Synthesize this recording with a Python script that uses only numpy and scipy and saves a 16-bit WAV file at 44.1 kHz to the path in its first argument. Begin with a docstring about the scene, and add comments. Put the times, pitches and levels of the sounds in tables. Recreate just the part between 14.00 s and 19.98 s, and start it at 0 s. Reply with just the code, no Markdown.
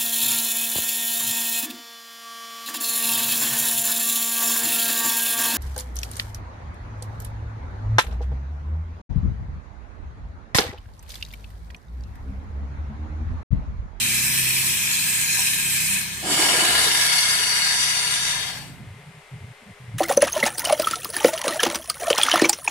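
"""Small room: an espresso machine blows off steam over the low hum of a distant engine. A dry, bright jet of
flickering noise hisses until the knob turns at 2 s; a fuller jet then splutters with water, clears and dies
away as the pressure falls. The hum, harmonics of a slow beat, runs down into dull noise. Shaped room noise and
soft low rumbles, sliding tones mixed with rough noise, remain."""
import sys
import numpy as np
from scipy import signal
from scipy.fft import rfft, irfft, next_fast_len
from scipy.io import wavfile
from scipy.ndimage import uniform_filter1d

SR = 44100
rng = np.random.default_rng(int(sys.argv[2]) if len(sys.argv) > 2 else 0)


def store_pcm(level_fs):
    """Save levels as 16-bit WAV."""
    pcm = np.round(np.clip(level_fs, -1, 1) * 32767).astype(np.int16)
    wavfile.write(sys.argv[1], SR, np.atleast_2d(pcm).T)


N = 263739
TIME = np.arange(N) / SR
HZ = np.maximum(np.arange(N // 2 + 1) * SR / N, 1)

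# Room noise: (frequency [Hz], relative density [dB/Hz])
ROOM_SPECTRUM = [(30, -12), (70, -17), (150, -22), (290, -22), (345, -24), (410, -12.5), (700, -11),
                 (1400, -13), (2080, -9), (2600, -14), (4600, -24.5), (6500, -27.5), (9000, -24.5),
                 (12500, -35), (15000, -40)]
# Faint room resonances: (frequency [Hz], width [Hz], height [dB], left minus right [dB])
ROOM_RESONANCES = [(410, 43, 7.5, 2), (1750, 1600, -2.5, 6), (2060, 110, 2, 8)]
# Default likeness of noise at the two ears: (frequency [Hz], correlation [-1..1])
EAR_LIKENESS = [(60, .93), (400, .93), (950, .88), (1500, .55), (2700, .6), (4000, .45), (6000, .2),
                (10000, .05)]
# Hum harmonics: (multiple of the beat [1], level [dB])
HUM_HARMONICS = [(2, -4), (3, -1.5), (4, -3), (5, 2), (6, -0.5), (7, -6), (8, -19), (11, -13)]
# Passing swells of single harmonics: (start [s], length [s], multiple [1], rise [dB])
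HUM_SWELLS = [(-.1, 0.83, 4, 9.5), (-.1, 0.56, 7, 6.5), (-.1, 0.82, 11, 5), (1.17, 0.24, 5, 4.5),
              (1.58, 0.33, 5, 5.5), (1.88, 0.11, 6, 12), (2.702, 0.18, 2, 11.5), (3.032, 0.16, 5, 5)]
# Rumble under the hum: (frequency [Hz], relative density [dB/Hz])
RUMBLE_SPECTRUM = [(20, -24), (40, -11), (70, -5.5), (130, 4.5), (200, -3.5), (270, -7), (400, -14.5),
                   (800, -70)]
# Dry jet, broad: (frequency [Hz], relative density [dB/Hz])
DRY_SPECTRUM = [(40, -36), (120, -5.5), (300, -13.5), (380, -16), (520, -30), (1300, -12), (1800, -6),
                (3000, 1), (4700, -5), (6500, -4), (8800, -0.5), (12000, -4.5), (15000, -6.5)]
# Nozzle and surrounding steel: (frequency [Hz], width [Hz], height [dB], left minus right [dB])
DRY_RESONANCES = [(756, 56, 9, 1), (986, 150, 8, 0), (1328, 110, -3, -12), (1487, 64, -6.5, -15),
                  (1625, 830, 0.9, 11), (1706, 250, 5.5, -6), (2100, 200, 3, -6), (2435, 310, 2.5, 10),
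                  (2730, 117, -6.5, -5), (3036, 110, -8, 8), (4160, 530, 5, 3), (4560, 1000, -3.5, 4.5),
                  (5060, 200, 7, -9), (5440, 620, -0.4, 7), (6400, 710, 2.5, -9.5), (6420, 210, -7, 11),
                  (7050, 310, 1, 14), (7200, 200, -8, -2), (7960, 1660, 2.5, -5.2)]
# Dry jet at the two ears, negative = opposite phase: (frequency [Hz], correlation [-1..1])
DRY_LIKENESS = [(400, .9), (1000, .75), (1400, -.1), (1650, .55), (1850, -.15), (2080, .6), (2280, .35),
                (2550, .92), (2850, .85), (3450, -.1), (4000, -.45), (4350, .2), (4800, -.3), (5950, .35),
                (6850, -.35), (7200, 0)]
# Hollows in the middle of the dry jet: (frequency [Hz], width [Hz], height [dB])
DRY_HOLLOWS = [(3480, 130, -8), (4770, 150, -7)]
# Bumps on the knob: (time [s], level [dB])
KNOCKS = [(1.371, -43), (1.39, -37.5)]
# Casing modes: (frequency [Hz], relative level [dB], t60 [s])
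CASING_MODES = [(780, -3, 0.16), (970, 5, 0.12)]
# Clear blow-off, broad: (frequency [Hz], relative density [dB/Hz])
BLOW_SPECTRUM = [(40, -60), (120, -26), (300, -28.5), (550, -30.5), (900, -0.5), (1700, -17), (3000, -8.5),
                 (6000, 1), (9000, -14.5), (10900, -10.5), (12200, -30), (15000, -33)]
# Outlet and drip tray: (frequency [Hz], width [Hz], height [dB], left minus right [dB])
BLOW_RESONANCES = [(426, 84, 8, -11), (862, 157, -18, -12), (1106, 165, -13, -8), (1380, 200, -2, 5),
                   (1540, 71, -11, -16), (1671, 334, 12.5, 5.5), (2080, 295, 8, 6), (2630, 160, 1.5, -3),
                   (2835, 130, 6, 11), (2920, 300, -6.5, 5), (4174, 470, -9.5, 4), (4230, 470, 2.5, 0.5),
                   (4400, 91, 4, 4.5), (5144, 480, -10.5, -1), (5760, 410, -7.5, -1), (6150, 340, -2.5, 3),
                   (6580, 810, -11.5, -4), (6800, 234, -13, 0.6), (7140, 740, -3, -15), (7660, 370, -8, -8),
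                   (8700, 400, 4.5, -12), (9740, 250, 4.5, -8)]
# Blow-off at the two ears, negative = opposite phase: (frequency [Hz], correlation [-1..1])
BLOW_LIKENESS = [(400, .85), (980, .85), (1300, -.4), (1600, .15), (1880, -.3), (2150, .65), (2450, .15),
                 (3150, 0), (3470, -.7), (3680, .1), (3900, -.8), (4060, -.98), (4300, -.1), (5200, -.3),
                 (6300, .1), (6650, -.45), (7000, .2), (9000, .05)]
# Hollows in the middle of the clear blow-off: (frequency [Hz], width [Hz], height [dB])
BLOW_HOLLOWS = [(3450, 90, -5), (4050, 150, -11), (5200, 140, -5), (6730, 180, -6)]
# Wet jet, broad: (frequency [Hz], relative density [dB/Hz])
WET_SPECTRUM = [(100, -27), (300, -22), (750, -2), (1200, -7), (2200, -3), (3000, 3), (4000, -3),
                (4900, -27), (6600, 5.5), (8000, 9), (10500, 8.5), (12200, -0.5), (15000, -3.5)]
# Outlet carrying water: (frequency [Hz], width [Hz], height [dB], left minus right [dB])
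WET_RESONANCES = [(2200, 120, 9.5, 5), (2610, 230, -16, 8), (2950, 190, 6.5, 4), (3860, 190, -18, 0)]
# Last weak steam, no longer ringing the metal: (frequency [Hz], relative density [dB/Hz])
WEAK_SPECTRUM = [(300, -20), (700, 3.5), (1300, -2), (2100, 6), (4500, 0), (5600, -9), (9000, 1),
                 (11000, -20), (12500, -7), (15000, -15)]
# Spluttering water: (frequency [Hz], relative density [dB/Hz])
SPLUTTER_SPECTRUM = [(60, -32), (160, -2), (250, -3), (330, 4.5), (520, -8), (730, 4), (1100, -30),
                     (3000, -27), (15000, -62)]
# Water gurgling in the steam: (start [s], length [s], centre [Hz], half-width [octaves], initial level [dB])
GURGLES = [(2.283, 0.06, 300, 0.5, -31), (2.39, 0.047, 340, 0.24, -31), (2.525, .04, 520, .5, -34.5),
           (2.85, 0.045, 435, 0.17, -36)]
# Soft low rumbles: (start [s], length [s], first pitch [Hz], last pitch [Hz], initial level [dB])
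LOW_RUMBLES = [(4.796, .022, 215, 200, -40), (4.869, 0.03, 115, 105, -37), (4.905, 0.044, 110, 100, -36.5),
               (4.956, .025, 129, 130, -40), (4.986, 0.062, 139.5, 144, -46),
               (5.063, 0.052, 151.5, 164, -41), (5.145, 0.057, 169, 136, -46.5),
               (5.318, 0.037, 135.7, 120, -36.5), (5.35, 0.042, 175, 155, -40.5),
               (5.409, 0.021, 96.7, 95, -37), (5.435, 0.023, 107.4, 121, -33),
               (5.464, 0.06, 128.9, 122, -40), (5.62, .018, 222, 220, -50), (5.661, 0.053, 194, 205, -46),
               (5.689, 0.041, 140, 100, -44), (5.803, 0.07, 131, 123, -43), (5.878, 0.085, 122.5, 120, -38),
               (5.938, 0.067, 128.7, 122, -33)]

# Stereo and top end: bass lags at the right ear, treble is scattered
RIGHT_LAG_S, LAG_FADES_HZ, CUTOFF_HZ = 0.0001, 1600, 15250
ROOM_DB = -49
# Hum: fades slowly, then slows, swells and roughens
HUM_BEAT_HZ, HUM_DB, HUM_FADE_DB_PER_S, HUM_SWELL_EDGE_S = 32.47, -38.5, 2, 0.023
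HUM_SLOWS_S, HUM_SLOWS_HZ_PER_S, HUM_ENDS_S = 3.95, 6.9, 4.87
HUM_TONAL_SHARE, HUM_ROUGHENS_S, RUN_DOWN_SWELL_DB = 0.85, 0.68, 4.5
# Dry jet: sags with boiler pressure, throttled as the knob turns, then a thin, bright leak
DRY_DB, DRY_SAG_DB_PER_S, DRY_TILT_DB_PER_OCTAVE = -20, 0.7, 0.47
KNOB_TURNS_S, THROTTLE_S = 1.951, 0.12
THROTTLE_DROP_DB, THROTTLE_DULLS_DB_PER_OCTAVE = 7.5, 2
LEAK_DROP_DB, LEAK_BRIGHTENS_DB_PER_OCTAVE = 21, 4
# Nozzle whistle; level relative to the dry jet, rise and waver as shares of pitch
WHISTLE_HZ, WHISTLE_WIDTH_HZ, WHISTLE_DB, WHISTLE_PAN_DB = 2480, 300, -12, 3.5
WHISTLE_RISE, WHISTLE_WAVER, WHISTLE_WAVER_HZ, WHISTLE_FLUTTER_DB = 0.0376, 0.014, 26, 2.0
# Valve: nozzle to blow-off, then shut for good
SWITCH_S, SWITCH_TAKES_S = 2.215, 0.14
SHUT_S, SHUT_TAKES_S = 4.62, 0.24
# Blow-off: sinks slowly, ever faster once the boiler runs empty; swings left
BLOW_DB, BLOW_SAG_DB_PER_S = -15.5, 3
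EMPTY_S, EMPTY_KNEE_S, EMPTY_DB_PER_S = 4.41, 0.077, 69.5
BLOW_TILT_DB_PER_OCTAVE, WATER_DULLS_DB_PER_OCTAVE = 0.27, 5
EMPTY_DULLS_DB_PER_OCTAVE_PER_DB = 0.1
BLOW_PAN_DB, BLOW_PAN_DB_PER_S = -0.3, 2
WEAK_AFTER_DB = 32  # fall at which only weak steam is left
GUTTER_DB, GUTTER_HZ = 1.3, 16
# Water: a full slug, then a trickle; wet share is of the jet's power
WATER_OUT_S, WATER_OUT_TAKES_S, TRICKLE_SHARE, TRICKLE_DECAY_S = 2.7, 0.071, 0.9, 0.5
WET_POWER_SHARE = 0.62
SPLUTTER_DB, SPLUTTER_SAG_DB_PER_S, SPLUTTER_WATER_EXPONENT = -32, 6.5, 1.9
CHOKE_S, CHOKE_LASTS_S, CHOKE_DB = 2.354, 0.033, 3
# Gurgles and low rumbles
SWELL_EDGE_S, SWELL_SAG_DB_PER_S = 0.0055, 24
THROB_WOBBLE_OCTAVES, THROB_SHAKE_DB, THROB_ROUGH_SHARE, THROB_LAG_S = 0.1, 1.6, 0.16, 0.00025


def from_db(db):
    """Decibels to gain."""
    return 10 ** (np.asarray(db) / 20)


def rms_one(x):
    """Scale to unit power."""
    return x / np.sqrt(np.mean(x ** 2) + 1e-20)


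def ramp(start_s, length_s):
    """Even rise from zero to one."""
    return np.clip((TIME - start_s) / length_s, 0, 1)


def since(start_s):
    """Seconds gone by since a moment, zero before it."""
    return np.maximum(TIME - start_s, 0)


def gate(start_s, end_s, edge_s):
    """One between start and end, with soft edges."""
    opening = (1 + np.tanh((TIME - start_s) / edge_s)) / 2
    closing = (1 + np.tanh((end_s - TIME) / edge_s)) / 2
    return opening * closing


def drift(corner_hz):
    """Slow random signal of rms 1: noise through two equal poles, drawn at every 40th sample."""
    step = 40
    pole = np.exp(-2 * np.pi * corner_hz * step / SR)
    noise = rng.standard_normal(N // step + 2002)
    slow = signal.lfilter([1], [1, -2 * pole, pole * pole], noise)[2000:]  # settled part
    return np.interp(np.arange(N) / step, np.arange(len(slow)), rms_one(slow))


def at_hz(points, hz):
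    """Read a spectrum on a log-frequency axis."""
    f, value = np.transpose(points)
    return np.interp(np.log(hz), np.log(f), value)


def colour(x, db):
    """Filter by a response given in dB on the HZ grid."""
    size = next_fast_len(N, True)
    grid = np.arange(size // 2 + 1) * SR / size
    gain = np.array([np.interp(grid, HZ, from_db(row)) for row in np.atleast_2d(db)])
    return irfft(rfft(x, size) * gain, size)[:, :N]


def stereo_noise(db, likeness=EAR_LIKENESS):
    """Coloured noise of rms 1, partly alike at both ears, its bass later at the right."""
    alike = np.clip(at_hz(likeness, HZ), -0.98, 0.98)
    mid_side_db = 10 * np.log10([1 + alike, 1 - alike])
    mid, side = colour(rng.standard_normal((2, N)), mid_side_db)
    lag_s = RIGHT_LAG_S / (1 + (HZ / LAG_FADES_HZ) ** 4)
    right = irfft(rfft(mid - side) * np.exp(-2j * np.pi * HZ * lag_s), N)
    return rms_one(colour(np.array([mid + side, right]), db))


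def response(spectrum, resonances):
    """Broad spectrum plus bell-shaped peaks and dips, of different height at each ear."""
    db = at_hz(spectrum, HZ) * np.ones((2, 1))
    for hz, width_hz, height_db, pan_db in resonances:
        bell = 0.5 ** ((2 * (HZ - hz) / width_hz) ** 2)
        db = db + (height_db + np.array([[pan_db], [-pan_db]]) / 2) * bell
    return db


def room_noise():
    """Steady noise shaped by the room's faint resonances."""
    return from_db(ROOM_DB) * stereo_noise(response(ROOM_SPECTRUM, ROOM_RESONANCES))


def hum():
    """Harmonics of a slow beat swell in turn, offset between the ears; they run down into a dull rumble."""
    run_down = ramp(HUM_SLOWS_S, HUM_ROUGHENS_S)
    level_db = HUM_DB - HUM_FADE_DB_PER_S * TIME + RUN_DOWN_SWELL_DB * run_down
    beat_hz = HUM_BEAT_HZ * (1 + 0.00422 * drift(2.3)) - HUM_SLOWS_HZ_PER_S * since(HUM_SLOWS_S)
    phase = 2 * np.pi * np.cumsum(beat_hz) / SR
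    lines, power = 0, 0
    for multiple, db in HUM_HARMONICS:
        swell_db = 0
        for start_s, length_s, swelling, rise_db in HUM_SWELLS:
            if swelling == multiple:
                swell_db = swell_db + rise_db * gate(start_s, start_s + length_s, HUM_SWELL_EDGE_S)
        waver = from_db(1.8 * drift(2.5))
        ear_offsets = 0.36 * rng.standard_normal((2, 1))
        offsets = rng.uniform(0, 2 * np.pi) + ear_offsets + 0.33 * drift(3.0)
        lines = lines + from_db(db + swell_db) * waver * np.cos(multiple * phase + offsets)
        power += from_db(db) ** 2 / 2
    tonal = HUM_TONAL_SHARE * (1 - 0.67 * run_down)
    rumble = stereo_noise(at_hz(RUMBLE_SPECTRUM, HZ))
    body = np.sqrt(tonal / power) * lines + np.sqrt(1 - tonal) * rumble
    return from_db(level_db) * gate(-1, HUM_ENDS_S, edge_s=0.0116) * body * from_db([[-1.0], [0.9]])


def jet(noise, tilt_db_per_octave, eddy_db):
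    """Turbulent steam: eddies make each band flicker by itself, and the flow tilts the treble."""
    centres_hz = np.geomspace(500, 15000, 12)
    out = 0
    for k, hz in enumerate(centres_hz):
        share = np.interp(np.log(HZ), np.log(centres_hz), np.arange(len(centres_hz)) == k)
        band = colour(noise, 20 * np.log10(share + 1e-9))
        out = out + band * from_db(tilt_db_per_octave * np.log2(hz / 4500) + eddy_db * drift(16))
    return out


def shifting(x, depth_db, patch_hz, patch_s):
    """The plume wanders, so patches of its treble swell and fade, each by itself."""
    size = 512
    hz, _, frames = signal.stft(x, SR, nperseg=size)
    field = rng.standard_normal(frames.shape[1:])
    spans = [(0, patch_hz * size / SR), (1, patch_s * 2 * SR / size)]
    for axis, span in 2 * spans:  # smoothed twice
        field = uniform_filter1d(field, max(round(span), 1), axis=axis, mode="wrap")
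    treble = np.clip(hz / 3500, 0, 1)[:, None]
    gain = from_db(depth_db * treble * rms_one(field - field.mean(axis=1, keepdims=True)))
    return signal.istft(frames * rms_one(gain), SR, nperseg=size)[1][:, :N]


def moving_echoes(x, strength, sway_s, count=6):
    """Arm and steel panels throw back the treble; as the paths sway, ripples wander through the hiss."""
    treble = colour(x, -10 * np.log10(1 + (1400 / HZ) ** 4))
    fine = signal.resample_poly(treble, 4, 1, axis=1)
    fine_time = np.arange(fine.shape[1]) / (4 * SR)
    direct = 1 / np.sqrt(1 + count * strength ** 2)  # keeps the power
    out = x - treble * (1 - direct)
    for ear in range(2):
        for path_s in np.geomspace(0.0025, 0.011, count) * rng.uniform(0.8, 1.2, count):
            arrival = TIME - path_s - sway_s * drift(0.59)
            out[ear] += direct * strength * np.interp(arrival, fine_time, fine[ear], left=0)
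    return out


def hollowed(x, hollows):
    """Narrow bands in which the part common to both ears cancels."""
    common = x.mean(axis=0)
    db = sum(height_db * 0.5 ** ((2 * (HZ - hz) / width_hz) ** 2) for hz, width_hz, height_db in hollows)
    return x - common + colour(common, db)


def wandering(x, bend):
    """All resonances of a noise slide together by the share `bend` of their pitch."""
    fine = signal.resample_poly(x, 4, 1, axis=1)
    place = 4 * (np.cumsum(1 + bend) % N)
    return np.array([np.interp(place, np.arange(len(ear)), ear) for ear in fine])


def spitting(per_s, depth, decay_s):
    """Droplets pass at random, each a short flare of the hiss; a gain of rms 1."""
    drops = np.minimum(rng.exponential(1, N), 2) * (rng.random(N) < per_s / SR)
    flares = signal.lfilter([1], [1, -np.exp(-1 / (decay_s * SR))], drops + 1e-18)
    return rms_one(1 + depth * flares)


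def valve_open():
    """One until the knob closes the valve."""
    return 1 - ramp(SHUT_S, SHUT_TAKES_S)


def whistle():
    """A broad, rough band of hiss at the nozzle's lip that flutters, and rises as the knob turns."""
    band_db = -10 * np.log10(1 + (2 * (HZ - WHISTLE_HZ) / WHISTLE_WIDTH_HZ) ** 6)
    band = stereo_noise(band_db, DRY_LIKENESS)
    rise = WHISTLE_RISE * ramp(KNOB_TURNS_S - THROTTLE_S / 2, THROTTLE_S)
    bend = WHISTLE_WAVER * drift(WHISTLE_WAVER_HZ) + rise
    flutter = from_db(WHISTLE_FLUTTER_DB * drift(WHISTLE_WAVER_HZ))
    sides_db = np.array([[0.5], [-0.5]]) * WHISTLE_PAN_DB
    return from_db(WHISTLE_DB + sides_db) * rms_one(flutter * wandering(band, bend))


def dry_jet():
    """Open nozzle: bright steam surges a little, is throttled as the knob turns and shrinks to a leak."""
    throttled, switched = ramp(KNOB_TURNS_S, THROTTLE_S), ramp(SWITCH_S, SWITCH_TAKES_S)
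    level_db = DRY_DB - DRY_SAG_DB_PER_S * TIME - THROTTLE_DROP_DB * throttled - LEAK_DROP_DB * switched
    tilt = DRY_TILT_DB_PER_OCTAVE - THROTTLE_DULLS_DB_PER_OCTAVE * throttled
    tilt = tilt + LEAK_BRIGHTENS_DB_PER_OCTAVE * switched
    steam = stereo_noise(response(DRY_SPECTRUM, DRY_RESONANCES), DRY_LIKENESS)
    hiss = jet(steam, tilt, eddy_db=0.9)
    hiss = shifting(hiss, depth_db=1.6, patch_hz=350, patch_s=0.12)
    hiss = moving_echoes(hiss, strength=0.33, sway_s=0.00012)
    hiss = hollowed(hiss, DRY_HOLLOWS)
    hiss = wandering(hiss, 0.011 * drift(2.5)) + (1 - throttled) * whistle()
    hiss = hiss * spitting(per_s=240, depth=0.29, decay_s=0.00066)
    surge = from_db(0.3 * drift(11))
    return from_db(level_db) * valve_open() * surge * hiss


def knocks():
    """The hand bumps the knob, and the casing's modes ring briefly."""
    out = 0
    for start_s, level_db in KNOCKS:
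        age_s = since(start_s)
        for hz, mode_db, t60_s in CASING_MODES:
            strike_db = level_db + mode_db + 2 * rng.standard_normal()
            decay_db = 60 * np.minimum(age_s / t60_s, 2)
            out = out + from_db(strike_db - decay_db) * np.sin(2 * np.pi * hz * age_s)
    return out


def water_left():
    """Water in the blow-off, 0-1: a full slug, then a dying trickle."""
    trickle = TRICKLE_SHARE * np.exp(-since(WATER_OUT_S) / TRICKLE_DECAY_S)
    return 1 - (1 - trickle) * ramp(WATER_OUT_S, WATER_OUT_TAKES_S)


def blow_off():
    """The boiler vents toward the drip tray: wet, then clear, then weak as its pressure falls."""
    emptied_db = EMPTY_DB_PER_S * EMPTY_KNEE_S * np.logaddexp(0, (TIME - EMPTY_S) / EMPTY_KNEE_S)
    level_db = BLOW_DB - BLOW_SAG_DB_PER_S * since(SWITCH_S) - emptied_db
    water = water_left()
    wet = WET_POWER_SHARE * water
    weak = np.clip(emptied_db / WEAK_AFTER_DB, 0, 1)
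    tilt = BLOW_TILT_DB_PER_OCTAVE - WATER_DULLS_DB_PER_OCTAVE * wet
    tilt = tilt - EMPTY_DULLS_DB_PER_OCTAVE_PER_DB * emptied_db
    clear_steam = stereo_noise(response(BLOW_SPECTRUM, BLOW_RESONANCES), BLOW_LIKENESS)
    wet_steam = stereo_noise(response(WET_SPECTRUM, WET_RESONANCES))
    weak_steam = stereo_noise(at_hz(WEAK_SPECTRUM, HZ))
    steam = np.sqrt(1 - wet) * clear_steam + np.sqrt(wet) * wet_steam
    steam = np.sqrt(1 - weak) * steam + np.sqrt(weak) * weak_steam
    hiss = jet(steam, tilt, eddy_db=0.8)
    hiss = hiss * spitting(per_s=150, depth=0.19, decay_s=0.0041)
    hiss = shifting(hiss, depth_db=1.9, patch_hz=300, patch_s=0.25)
    hiss = moving_echoes(hiss, strength=0.28, sway_s=0.00007)
    hiss = water * hiss + (1 - water) * hollowed(hiss, BLOW_HOLLOWS)
    guttering = from_db(GUTTER_DB * weak * drift(GUTTER_HZ))
    hiss = wandering(hiss, 0.006 * drift(3)) * guttering
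    pan_db = BLOW_PAN_DB + BLOW_PAN_DB_PER_S * since(SWITCH_S)
    sides = from_db(np.array([[0.5], [-0.5]]) * pan_db)
    return from_db(level_db) * ramp(SWITCH_S, SWITCH_TAKES_S) * valve_open() * sides * hiss


def splutter():
    """Condensed water is driven out first, in dense, low, wet bursts."""
    flow = ramp(SWITCH_S, 0.039) * water_left() ** SPLUTTER_WATER_EXPONENT
    level_db = SPLUTTER_DB - SPLUTTER_SAG_DB_PER_S * since(SWITCH_S)
    bursts = spitting(per_s=170, depth=0.37, decay_s=0.0062)
    water_noise = stereo_noise(at_hz(SPLUTTER_SPECTRUM, HZ)) * from_db([[-1.8], [1.8]])
    return from_db(level_db) * flow * bursts * water_noise


def swell_envelope(start_s, length_s, level_db):
    """Quick soft rise, sag and stop."""
    sagging_db = level_db - SWELL_SAG_DB_PER_S * since(start_s)
    return from_db(sagging_db) * gate(start_s, start_s + length_s, SWELL_EDGE_S)


def gurgles():
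    """Water gurgles in the steam: short, soft bursts, each a narrow band of evened noise."""
    noise, out = stereo_noise(np.zeros(len(HZ))), 0
    for start_s, length_s, hz, half_width_octaves, level_db in GURGLES:
        skirt_db = -6 * np.abs(np.log2(HZ / hz) / half_width_octaves) ** 1.7
        band = colour(noise, skirt_db)
        local_power = uniform_filter1d(np.mean(band ** 2, axis=0), size=SR // 25)
        even = band / np.sqrt(local_power + 1e-20)
        out = out + swell_envelope(start_s, length_s, level_db) * even
    return out


def choke():
    """A slug of water chokes the outlet for a moment; a gain."""
    return from_db(-CHOKE_DB * gate(CHOKE_S, CHOKE_S + CHOKE_LASTS_S, SWELL_EDGE_S))


def low_rumbles():
    """Dull, rough throbs of a few cycles slide in pitch, later at the right ear."""
    wobble = 2 ** (THROB_WOBBLE_OCTAVES * drift(45))
    shake = from_db(THROB_SHAKE_DB * drift(45))
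    rough_db = at_hz(RUMBLE_SPECTRUM, HZ) - 10 * np.log10(1 + (HZ / 250) ** 8)
    rough = rms_one(colour(rng.standard_normal(N), rough_db)[0])
    phases = rng.uniform(0, 2 * np.pi, len(LOW_RUMBLES))
    out = 0
    for (start_s, length_s, first_hz, last_hz, level_db), phase in zip(LOW_RUMBLES, phases):
        hz = wobble * (first_hz + (last_hz - first_hz) * ramp(start_s, length_s))
        throb = np.sqrt(2) * shake * np.sin(phase + 2 * np.pi * np.cumsum(hz) / SR)
        body = np.sqrt(1 - THROB_ROUGH_SHARE) * throb + np.sqrt(THROB_ROUGH_SHARE) * rough
        out = out + swell_envelope(start_s, length_s, level_db) * body
    return np.array([out, np.roll(out, round(THROB_LAG_S * SR))])


def scene():
    """Room, hum, both jets, knocks, water and low rumbles."""
    outlet = choke() * (blow_off() + splutter()) + gurgles()
    return room_noise() + hum() + dry_jet() + knocks() + outlet + low_rumbles()


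def record(dry):
    """Steep low-pass at the top."""
    low_pass = signal.ellip(12, 0.1, 90, CUTOFF_HZ, fs=SR, output="sos")
    return signal.sosfilt(low_pass, dry)


dry = scene()
out = record(dry)
store_pcm(out)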